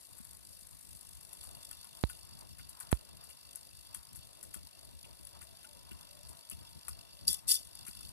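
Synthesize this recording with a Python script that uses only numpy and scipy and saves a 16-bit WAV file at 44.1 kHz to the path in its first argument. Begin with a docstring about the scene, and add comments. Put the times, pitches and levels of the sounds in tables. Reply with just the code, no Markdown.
"""A small plastic pen plotter works on a wooden floor, heard by a two-port microphone close by.
Its pen servo twitches fifty times a second and swings twice: enveloped noise and clicks excite resonances.
Slide jerks add bursts of rattle, the carriage scuffs, and blows on the floor ring its damped modes.
Coloured noise gives the room's rumble; two faint hums glide and waver far off, mainly at the left port.
The pressure at the right port jumps twice, each time as a pop."""
import sys
import numpy as np
from scipy import signal
from scipy.fft import rfft, irfft, next_fast_len
from scipy.io import wavfile

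SR = 44100
rng = np.random.default_rng(int(sys.argv[2]) if len(sys.argv) > 2 else 0)


def transcribe(u):
    """Save the signal u as a 16-bit wav file named by the first command-line argument.

    u: samples, shape (n,) or (channels, n), limited to [-1, 1]; the rate is SR.
    q: integer samples, one column per channel.
    """
    v = np.clip(np.atleast_2d(u).T, -1, 1)
    q = np.round(v * 32767).astype(np.int16)
    wavfile.write(sys.argv[1], SR, q)


N = 358091
FFT_SIZE = next_fast_len(N, real=True)
LEFT_LAG, ROOM_LAG = 22, 7   # samples: left port later for the machine; right port earlier for the room

# Resonances of the servo case.
# Each row: frequency in Hz, width in Hz, relative level idling in dB, relative level under load in dB.
CASE_MODES = [(2736, 190, -9, -19), (3117, 160, -8.5, -8), (3424, 63, -8.5, -8), (3553, 81, -13, -10.5),
              (3840, 600, -7, -10), (4455, 400, -6.5, -23), (4720, 327, 0.5, 0), (5190, 155, -6, -0.5),
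              (5790, 570, -12, -5), (6620, 120, -14, -9)]
# Each case resonance radiates from its own face.
# Each entry: delay of the left port in samples.
CASE_LAGS = [20, 21, 20, 24, 17, 22, 22, 22, 23, 22]
# Resonances of the gear train.
# Each row: frequency in Hz, width in Hz, relative level under load in dB, relative level when jolted in dB.
GEAR_MODES = [(7920, 170, -6, -10), (9260, 220, 4, -13), (9530, 260, -13, -12.5), (10060, 210, -1, -5),
              (10710, 250, -1, 3.5), (13060, 370, -5, -4), (14100, 240, -0.5, -15.5)]
GEARS_RIGHT_DB = -13   # gear ringing at the right port, relative to the left


def from_db(db):
    """Logarithmic level: decibels to amplitude gain."""
    return 10 ** (np.asarray(db) / 20)


def rms_one(x):
    """Power normalisation: scale to unit rms."""
    return x / np.sqrt(np.mean(x ** 2) + 1e-20)


def in_time(rows):
    """Linear interpolation: the columns of a curve table, one value a sample."""
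    s, *columns = np.transpose(rows)
    return [np.interp(np.arange(N) / SR, s, c) for c in columns]


def over_hz(table):
    """Interpolation over log frequency: the columns of a spectrum table on the transform grid."""
    hz, *columns = np.transpose(table)
    grid = np.log(np.maximum(np.arange(FFT_SIZE // 2 + 1) * SR / FFT_SIZE, 1))
    return [np.interp(grid, np.log(hz), c) for c in columns]


def drift(rate_hz):
    """Low-passed noise: a slow random modulation of spread about 1, with two poles at the rate."""
    step = 40   # samples between values of the slow noise
    r = np.exp(-2 * np.pi * rate_hz * step / SR)
    noise = rng.standard_normal(N // step + 2002)
    slow = signal.lfilter([1], [1, -2 * r, r * r], noise)[2000:]   # the filter settles first
    return np.interp(np.arange(N) / step, np.arange(len(slow)), rms_one(slow))


def strikes(seconds, gains):
    """Impulse excitation: a train of single-sample clicks."""
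    clicks = np.zeros(N)
    at = np.clip((np.asarray(seconds) * SR).astype(int), 0, N - 1)
    np.add.at(clicks, at, gains)
    return clicks


def swell(clicks, rise_s, fall_s):
    """Exponential build-up and decay: each click becomes a smooth envelope, lower the slower its rise."""
    a, b = np.exp(-1 / (rise_s * SR)), np.exp(-1 / (fall_s * SR))
    return signal.lfilter([1 - a], np.convolve([1, -a], [1, -b]), clicks + 1e-18)


def at_ports(x):
    """Arrival-time difference: the machine reaches the right port first."""
    return np.array([np.roll(x, LEFT_LAG), x])


def struck(modes, seconds, level_db, spread_db, tilt_db=0):
    """Modal synthesis: each blow excites every damped mode with a strength of its own."""
    out = np.zeros(N)
    luck = rng.standard_normal((len(seconds), len(modes)))
    for k, (hz, mode_db, t60) in enumerate(modes):
        r, w = from_db(-60 / (t60 * SR)), 2 * np.pi * hz / SR
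        octaves = np.log2(hz / modes[0][0])
        blow_db = level_db + mode_db + tilt_db * octaves + spread_db * luck[:, k]
        # rise and fall times are fractions of the mode's period
        force = swell(strikes(seconds, from_db(blow_db)), 0.071 / hz, 0.23 / hz) / (.3 * SR / hz)
        out += signal.lfilter([0, np.sin(w)], [1, -2 * r * np.cos(w), r * r], force)
    return out


def body(resonances, envelope, flicker_db, flicker_hz, taps=0, lags=None, sway_s=0):
    """Forced resonance: noise under one envelope (or one each) and clean taps shake a plastic part."""
    sway_hz = 25   # how fast the resonances waver in pitch as the parts flex
    out = np.zeros((2, N))
    shake = np.atleast_2d(rng.standard_normal(N) * envelope + taps)
    for k, (hz, width_hz, level_db) in enumerate(resonances):
        r = np.exp(-np.pi * width_hz / SR)
        poles = [1, -2 * r * np.cos(2 * np.pi * hz / SR), r * r]
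        sos = [[(1 - r * r) / 2, 0, (r * r - 1) / 2, *poles]] * 2
        share = from_db(level_db + flicker_db * np.clip(drift(flicker_hz), -3, 2))
        rung = signal.sosfilt(sos, shake[k % len(shake)] * share)
        rung *= (-1) ** k * np.sqrt(SR / width_hz)   # neighbours have opposite signs
        if sway_s:   # a varying delay bends the pitch
            rung = np.interp(np.arange(N) + sway_s * SR * drift(sway_hz), np.arange(N), rung)
        out += [np.roll(rung, lags[k] if lags else LEFT_LAG), rung]
    return out


def rattle(envelope, grain_db, grit_db):
    """Partly coherent noise: loose gear teeth give uneven grains in the colour of the case."""
    # Gear rattle at the ports.
    # Each row: frequency in Hz, relative left level in dB, relative right level in dB, likeness 0-1.
    rattle_colour = [(1230, -34, -38, 1), (2030, -25, -22, 0.9), (2560, -34, -39, 0.8),
                     (3120, -51, -23, 0.8), (3700, -39, -17, 0.7), (4300, -20, -11, .7),
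                     (4730, -25, -9, 0.3), (6930, -10, -12, 0), (8760, 0, -4.5, 0),
                     (10940, 2.5, -12.5, 0.35), (11730, -5, -12, 0.3), (13400, -5.5, -34, 0.8),
                     (14200, -6.5, -19, 0.8)]
    grit = from_db(grit_db * np.minimum(rng.exponential(1, (2, N)), 3))
    own = rng.standard_normal((2, N)) * grit
    grain = from_db(grain_db * np.clip(drift(300), -3, 2))
    grains = np.array([np.roll(own[1], LEFT_LAG), own[0], own[1]]) * grain
    shared, apart, right = rfft(rms_one(grains) * envelope[[0, 0, 1]], FFT_SIZE)
    left_db, right_db, alike = over_hz(rattle_colour)
    alike = np.clip(alike, 0, 1)
    colour = from_db([left_db, right_db])
    colour /= np.sqrt(np.mean(colour[0] ** 2))
    left = alike * shared + np.sqrt(1 - alike ** 2) * apart
    return irfft([left, right] * colour, FFT_SIZE)[:, :N]


def swing_level():
    """Piecewise decibel envelope of the gears: run-up, sagging run, quick stop and after-rattle."""
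    # Servo swings.
    # Each row: start in seconds, run-up in seconds, stop in seconds, gear level after the run-up in dB.
    swing_rows = [(7.270, 0.0076, 7.34, -31), (7.47, 0.017, 7.555, -26.5)]
    rise_db, sag_db_per_s = 22, 61
    stop_drop_db, stop_fall_s, after_db_per_s = 14, 0.026, 213
    t, out = np.arange(N) / SR, np.full(N, -120.)
    for start, rise_s, stop, level_db in swing_rows:
        top = start + rise_s
        end_db = level_db - sag_db_per_s * (stop - top)
        after, after_db = stop + stop_fall_s, end_db - stop_drop_db
        s = [start, top, stop, after, after + .5]
        db = [level_db - rise_db, level_db, end_db, after_db, after_db - .5 * after_db_per_s]
        out = np.maximum(out, np.interp(t, s, db, left=-120))
    return out


def servo_idle():
    """Periodic impulsive excitation: each control pulse kicks the motor, gears rattle, case knocks."""
    # The idling machine, before chance variation and the dip below.
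    # Each row: time in seconds, nominal levels of twitch knock, twitch rattle and steady whirr in dB.
    idle_curve = [(0.0, -56, -47, -57), (0.7, -57, -46.5, -59), (1.45, -49, -44.5, -57.5),
                  (2.1, -50, -45.5, -58), (2.5, -52, -49.5, -64), (3.1, -51.5, -49.5, -64.5),
                  (3.75, -53, -47.5, -61), (4.3, -53, -49.5, -64), (5.0, -52.5, -49.5, -63),
                  (5.8, -52.5, -50, -62.5), (6.45, -50, -47.5, -60.5), (6.85, -50.5, -51, -62),
                  (7.25, -50.5, -53.5, -61.5), (7.62, -50, -47, -64), (8.12, -45.5, -45.5, -54.5)]
    twitch_hz, first_twitch_s = 50, .0105
    # twitches and whirr drop in level between the two swings
    dip_from_s, dip_until_s, dip_db, dip_fade_s = 7.40, 7.47, 30, 0.016
    loaded_knock_db = -10.5   # least knock level, relative to the swing's gear level
    hiss_db = -23   # steady shaking of the case between twitches, relative to the knock
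    drop_db, = in_time([(dip_from_s, 0), (dip_from_s + dip_fade_s, -dip_db),
                        (dip_until_s, -dip_db), (dip_until_s + .01, 0)])
    knock_db, rattle_db, whirr_db = np.array(in_time(idle_curve)) + drop_db
    knock_db = np.maximum(knock_db, swing_level() + loaded_knock_db)

    count = int(N / SR * twitch_hz)
    luck = rng.standard_normal((count, 3))
    s = first_twitch_s + np.arange(count) / twitch_hz + 0.00028 * luck[:, 0]
    at = (s * SR).astype(int)
    taps = strikes(s - .0018, from_db(knock_db[at] + 1.7 * luck[:, 1]))
    knocks = swell(taps, 0.0012, 0.0007)
    whirr = from_db(whirr_db + 2.1 * drift(22.0))

    # a faint run-up, then the jolt
    kicks = strikes(s - .004, from_db(rattle_db[at] + 1.8 * luck[:, 1] + 0.81 * luck[:, 2]))
    run_up = from_db(-4.5) * swell(np.roll(kicks, -40), 0.002, 0.0071)
    jolt = from_db(2.0) * swell(np.roll(kicks, 150), 0.00068, 0.0026)
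    gears = np.hypot(run_up, jolt)

    idling = [(hz, width_hz, idle_db) for hz, width_hz, idle_db, _ in CASE_MODES]
    shaking = np.hypot(knocks, from_db(knock_db + hiss_db + 3.6 * drift(14)))
    case = body(idling, shaking, flicker_db=2.2, flicker_hz=24.4,
                taps=from_db(10.0) * np.roll(taps, 100), lags=CASE_LAGS, sway_s=.0001)
    loose = np.hypot(at_ports(gears), at_ports(whirr) * from_db([[0], [-2.5]]))
    return case + rattle(loose, grain_db=2.5, grit_db=3.0)


def slide_jerks():
    """Impact and rattle: a clean hit rings gears and frame, loose parts decay; some have a lead-in."""
    # Slide jerks.
    # Each row: time in seconds, reference level in dB, frame knock and tail relative to it in dB.
    jerk_rows = [(0.185, -37.5, -26.5, -27), (0.2495, -38, -27, -16), (0.9592, -42, -41, -8),
                 (1.01, -39, -41, -16), (1.3293, -35.5, -26, -10.5), (1.41, -52, -34, -22),
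                 (1.437, -35, -30, -8.5), (1.7122, -33, -20, -18), (1.844, -37.5, -22.5, -23),
                 (2.0972, -32.5, -17, -9), (2.582, -43, -19, -2.5), (2.6927, -35, -33, -11),
                 (2.806, -34, -17, -6), (2.9114, -38, -25, -11), (2.9155, -24, -20.5, -14.5),
                 (3.237, -42, -22, -4), (3.299, -41.5, -27, -2.5), (3.5571, -30.5, -30, -14),
                 (3.9461, -29, -19.5, -8.5), (4.1574, -35.5, -28, -6), (4.4284, -33.5, -27, -10),
                 (4.4404, -48, -34, -16), (4.5421, -29.5, -18, -10), (5.2496, -35.5, -45, -21),
                 (5.2697, -37, -31, -17), (5.415, -41, -16.5, -1.5), (5.63, -51, -18, 0),
                 (5.915, -43, -27, -11), (6.285, -44.5, -38, 0.5), (6.4979, -29, -36, -13),
                 (6.512, -34, -26, -15), (6.8818, -26, -21, -11), (7.671, -41, -47, -24),
                 (7.753, -38, -49, -22), (7.852, -44, -32, -11), (7.863, -45, -40, -4),
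                 (7.8656, -38, -19, -4), (7.878, -37, -28, -11.5), (7.911, -48, -28, -22),
                 (7.951, -40, -23, -14), (8.008, -40, -24, -16)]
    # Slack that rattles out just before some jerks.
    # Each row: time in seconds, nominal level in dB.
    slack_rows = [(0.181, -44.5), (0.2445, -43), (1.3265, -46), (1.7098, -40.5), (2.801, -37), (3.943, -36),
                  (4.539, -37.5)]
    # Resonances of the frame.
    # Each row: frequency in Hz, width in Hz, relative level in dB.
    frame_modes = [(1155, 670, -1), (1474, 170, -4.5), (1750, 310, -10.5), (2620, 570, -9.5),
                   (3250, 170, -9.5)]
    burst_db, ring_db = -6.5, 7.5   # loose rattle and gear ringing hit, beside the reference level
    pan_db = 3   # rattle, left minus right
    s, peak_db, knock_db, tail_db = np.transpose(jerk_rows)
    lead_s, lead_db = np.transpose(slack_rows)
    lead = swell(strikes(lead_s, from_db(lead_db)), 0.00037, 0.0037)
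    burst = swell(strikes(s, from_db(peak_db + burst_db)), 0.00031, 0.0025)
    tail = swell(strikes(s, from_db(peak_db + tail_db - 2.5)), 0.0022, 0.02)

    blows = strikes(s, from_db(peak_db + knock_db))
    shaking = 0.23 * swell(blows, 0.00083, 0.0043) + 0.17 * swell(blows, 0.0015, 0.022)
    knock = body(frame_modes, shaking, flicker_db=3.0, flicker_hz=21.0, taps=from_db(15.5) * blows)
    jolted = [(hz, width_hz, jolt_db) for hz, width_hz, _, jolt_db in GEAR_MODES]
    hits = strikes(s, from_db(peak_db + ring_db))
    ring = body(jolted, 0, flicker_db=2.0, flicker_hz=30.0, taps=hits)

    sides = from_db([[pan_db / 2], [-pan_db / 2]])
    envelope = np.sqrt(lead ** 2 + burst ** 2 + tail ** 2)
    shaken = rattle(envelope * sides, grain_db=3.5, grit_db=0.5)
    return shaken + knock * from_db([[4], [-4]]) + ring * from_db([[0], [GEARS_RIGHT_DB]])


def servo_swings():
    """Random tooth impacts under load: dense rattle and hard catches ring the case and the gears."""
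    # Teeth catching hard during and around the swings.
    # Each row: time in seconds, nominal level in dB.
    catch_rows = [(7.2717, -27), (7.279, -14.5), (7.2844, -17), (7.2944, -24), (7.3044, -24), (7.3114, -26),
                  (7.3297, -21.5), (7.344, -27), (7.389, -43), (7.4795, -22), (7.4907, -16), (7.496, -17),
                  (7.503, -17), (7.5103, -15.5), (7.5154, -11.5), (7.5204, -15), (7.5257, -18),
                  (7.5325, -20), (7.5424, -22), (7.554, -23), (7.5674, -38)]
    teeth_per_s, teeth_db, teeth_spread_db = 410, 3, -1   # mean rate and strength of tooth contacts
    s, catch_db = np.transpose(catch_rows)
    catches = swell(strikes(s - .0007, from_db(catch_db)), 0.00069, 0.0014)
    envelope = np.hypot(from_db(swing_level()), catches)
    contacts = rng.random(N) < teeth_per_s / SR
    teeth = contacts * from_db(teeth_db + teeth_spread_db * rng.standard_normal(N))

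    sway_s = .00004   # spread of the wavering, as delay
    loaded = [(hz, width_hz, load_db) for hz, width_hz, _, load_db in CASE_MODES]
    case = body(loaded, from_db(-23) * envelope, flicker_db=4.0, flicker_hz=39.7,
                taps=teeth * envelope, lags=CASE_LAGS, sway_s=sway_s)
    meshing = [(hz, width_hz, load_db) for hz, width_hz, load_db, _ in GEAR_MODES]
    hits = from_db(-4.5) * teeth * envelope + strikes(s, from_db(catch_db + 2.5))
    gears = body(meshing, from_db(-41) * envelope, flicker_db=2.5, flicker_hz=29.7,
                 taps=hits, sway_s=sway_s)
    loose = rattle(at_ports(envelope) * from_db([[0.1], [-0.4]]), grain_db=2.1, grit_db=3.5)
    return loose + case + gears * from_db([[0], [GEARS_RIGHT_DB]])


def scuffs():
    """Friction noise: something on the carriage rubs for a few milliseconds and excites resonances."""
    # Short dry scuffs.
    # Each row: time in seconds, nominal excitation of the low, middle and high resonance in dB.
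    scuff_rows = [(2.589, -56, -53, -66), (2.803, -59, -70, -72), (3.298, -72, -61, -51),
                  (5.039, -72, -72, -46), (5.416, -59, -56, -56), (5.639, -54, -68, -51),
                  (5.91, -53, -68, -46.5), (6.51, -66, -64, -45), (7.871, -53, -53.5, -50)]
    # Resonances of the rubbing part.
    # Each row: frequency in Hz, width in Hz, relative level in dB.
    scuff_modes = [(1440, 160, 0), (2110, 1350, 0), (2870, 520, 0)]
    rise_s, fall_s = 0.0055, 0.0056
    s, *levels_db = np.transpose(scuff_rows)
    rub = np.array([swell(strikes(s, from_db(db)), rise_s, fall_s) for db in levels_db])
    return body(scuff_modes, rub, flicker_db=-1.0, flicker_hz=27) * from_db([[1.5], [-1.5]])


def floor_thumps():
    """Modal excitation: soft blows ring the boards, sharper ones the higher modes."""
    # Thumps in the floor.
    # Each row: time in seconds, nominal level in dB, sharpness in dB per octave.
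    thump_rows = [(0.201, -53.5, 0.5), (1.134, -55, -4), (1.451, -55, -1), (2.443, -55, -8),
                  (3.963, -48.5, -0.5), (4.56, -48, 1.5), (4.936, -44.5, -9), (5.105, -57, 2),
                  (5.198, -59, 5), (5.915, -53, 7), (6.299, -55, 4.5), (6.523, -49.5, 2),
                  (6.894, -46, -1.5), (7.13, -53, -2), (7.291, -43, 2), (7.885, -53, 5)]
    # Modes of the floor boards.
    # Each row: frequency in Hz, relative level in dB, decay time by 60 dB in seconds.
    board_modes = [(73.4, 14, 0.27), (144.5, 8, 0.13), (221, 12, 0.059), (322, 4, 0.043)]
    s, level_db, sharp_db = np.transpose(thump_rows)
    thumps = struck(board_modes, s, level_db, spread_db=3.0, tilt_db=sharp_db)
    return thumps * [[1], [-.65]]   # the ports face opposite ways


def pops():
    """Step and cavity resonance: the pressure at the right port jumps and its cavity rings briefly."""
    # Pressure steps at the right port.
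    # Each row: time in seconds, step level in dB.
    pop_rows = [(2.0381, -10), (2.9280, -7.5)]
    # Resonance of the port cavity.
    # Each row: frequency in Hz, relative level in dB, decay time by 60 dB in seconds.
    cavity_modes = [(4010, -21.5, 0.014)]
    s, step_db = np.transpose(pop_rows)
    jumps = np.cumsum(strikes(s, from_db(step_db)))
    step = signal.lfilter([.3], [1, -.7], jumps)   # rounds the edge
    ring = struck(cavity_modes, s + 0.00062, step_db, spread_db=4)
    return np.array([np.zeros(N), step + ring])


def far_hums():
    """Narrow-band modulation: gliding tones whose strength and phase are shaken by slow chance."""
    # Two rough hums that waver far off, one list for each.
    # Each row: time in seconds, pitch in Hz, level in dB.
    hum_curves = [
        [(4.9, 561, -87), (5.08, 530, -74), (5.2, 560, -72), (5.36, 585, -68), (5.44, 657, -66.5),
         (5.65, 649, -71), (5.76, 552, -65), (5.95, 558, -91), (6.12, 570, -64.5), (6.22, 600, -65.5),
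         (6.36, 679, -71), (6.48, 618, -71), (6.6, 693, -71), (6.8, 651, -97), (7.03, 680, -66),
         (7.1, 615, -84), (7.19, 570, -66)],
        [(4.9, 950, -85), (5.1, 915, -68), (5.2, 966, -90), (5.3, 970, -78), (5.5, 900, -95), (5.68, 875, -71),
         (5.82, 994, -68), (5.97, 1020, -75), (6.1, 988, -96), (6.28, 976, -69), (6.53, 918, -75),
         (6.75, 925, -68), (6.9, 890, -86)],
    ]
    rough_hz, fade_s, right_db = 20, 0.27, -25
    out, t = np.zeros(N), np.arange(N) / SR
    for rows in hum_curves:
        hz, level_db = in_time(rows)
        phase = 2 * np.pi * np.cumsum(hz) / SR
        first, last = rows[0][0], rows[-1][0]
        fade = np.interp(t, [first - fade_s, first, last, last + fade_s], [0, 1, 1, 0])
        tone = drift(rough_hz) * np.sin(phase) + drift(rough_hz) * np.cos(phase)
        out += fade * from_db(level_db) * tone
    return np.array([out, -from_db(right_db) * np.roll(out, -ROOM_LAG)])


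def room():
    """Partly coherent noise: lumpy rumble, murmur and air; ports facing opposite ways invert the shared part."""
    # Colour of the room sound.
    # Each row: frequency in Hz, relative left level in dB, relative right level in dB, likeness 0-1.
    room_colour = [(29.2, -10.5, -2.5, 0.72), (65.4, 3, -3.5, 0.96), (138, -5, -8.5, 0.93),
                   (312, -14.5, -18, 0.87), (453, -20.5, -24.5, 0.53), (630, -13, -19.5, 0.81),
                   (882, -19.5, -26, 0.94), (887, -13, -18, 1), (1354, -23, -27, 0.67),
                   (2450, -26.5, -31.5, 0), (3370, -29, -31.5, 0), (3900, -22, -29, 0),
                   (5140, -26, -42, 0.52), (13600, -58, -28.5, 0)]
    # Course of the room sound, each curve used relative to its own mean.
    # Each row: time in seconds, rumble level in dB, murmur level in dB.
    room_curve = [(0.0, -76.5, -76.5), (0.5, -74.5, -77), (1.76, -72, -70.5), (2.15, -69, -72),
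                  (2.53, -71.5, -73.5), (2.96, -72, -71), (3.69, -75.5, -75), (6.24, -71.5, -71),
                  (7.44, -73, -73), (8.12, -73, -73)]
    left_db, right_db, alike = over_hz(room_colour)
    alike = np.clip(alike, 0, 1)
    shared, own = rfft(rng.standard_normal((2, FFT_SIZE)))
    early = rfft(np.roll(irfft(shared, FFT_SIZE), -ROOM_LAG))
    other = -alike * early + np.sqrt(1 - alike ** 2) * own
    spectra = [shared * from_db(left_db), other * from_db(right_db)]
    noise = rms_one(irfft(spectra, FFT_SIZE)[:, :N])

    low = signal.sosfiltfilt(signal.butter(2, 300, fs=SR, output="sos"), noise)
    middle = signal.sosfiltfilt(signal.butter(2, 1500, fs=SR, output="sos"), noise - low)
    air = noise - low - middle
    rumble_db, murmur_db = in_time(room_curve)
    rumble = low * from_db(rumble_db - rumble_db.mean() + 4.0 * drift(7.4))
    # two bands of the murmur swell apart
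    deep = signal.sosfiltfilt(signal.butter(4, 790, fs=SR, output="sos"), middle)
    bands = [part * from_db(2.46 * drift(3.1) + 2.3 * drift(25.0)) for part in (deep, middle - deep)]
    murmur = sum(bands) * from_db(murmur_db - murmur_db.mean())
    return from_db(-58) * (air + rumble + murmur)


def scene():
    """Superposition: all sources add at the two ports."""
    machine = servo_idle() + slide_jerks() + scuffs() + floor_thumps() + servo_swings()
    return machine + room() + far_hums() + pops()


def record(dry):
    """Band limiting: a steep low cut turns pressure steps into a dying wobble; the top is cut."""
    low_cut_hz, stop_hz = 51, 14700   # from stop_hz upwards at least 45 dB are removed
    x = signal.sosfilt(signal.butter(5, low_cut_hz, "high", fs=SR, output="sos"), dry)
    return signal.sosfilt(signal.cheby2(14, 45, stop_hz, fs=SR, output="sos"), x)


dry = scene()
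out = record(dry)
transcribe(out)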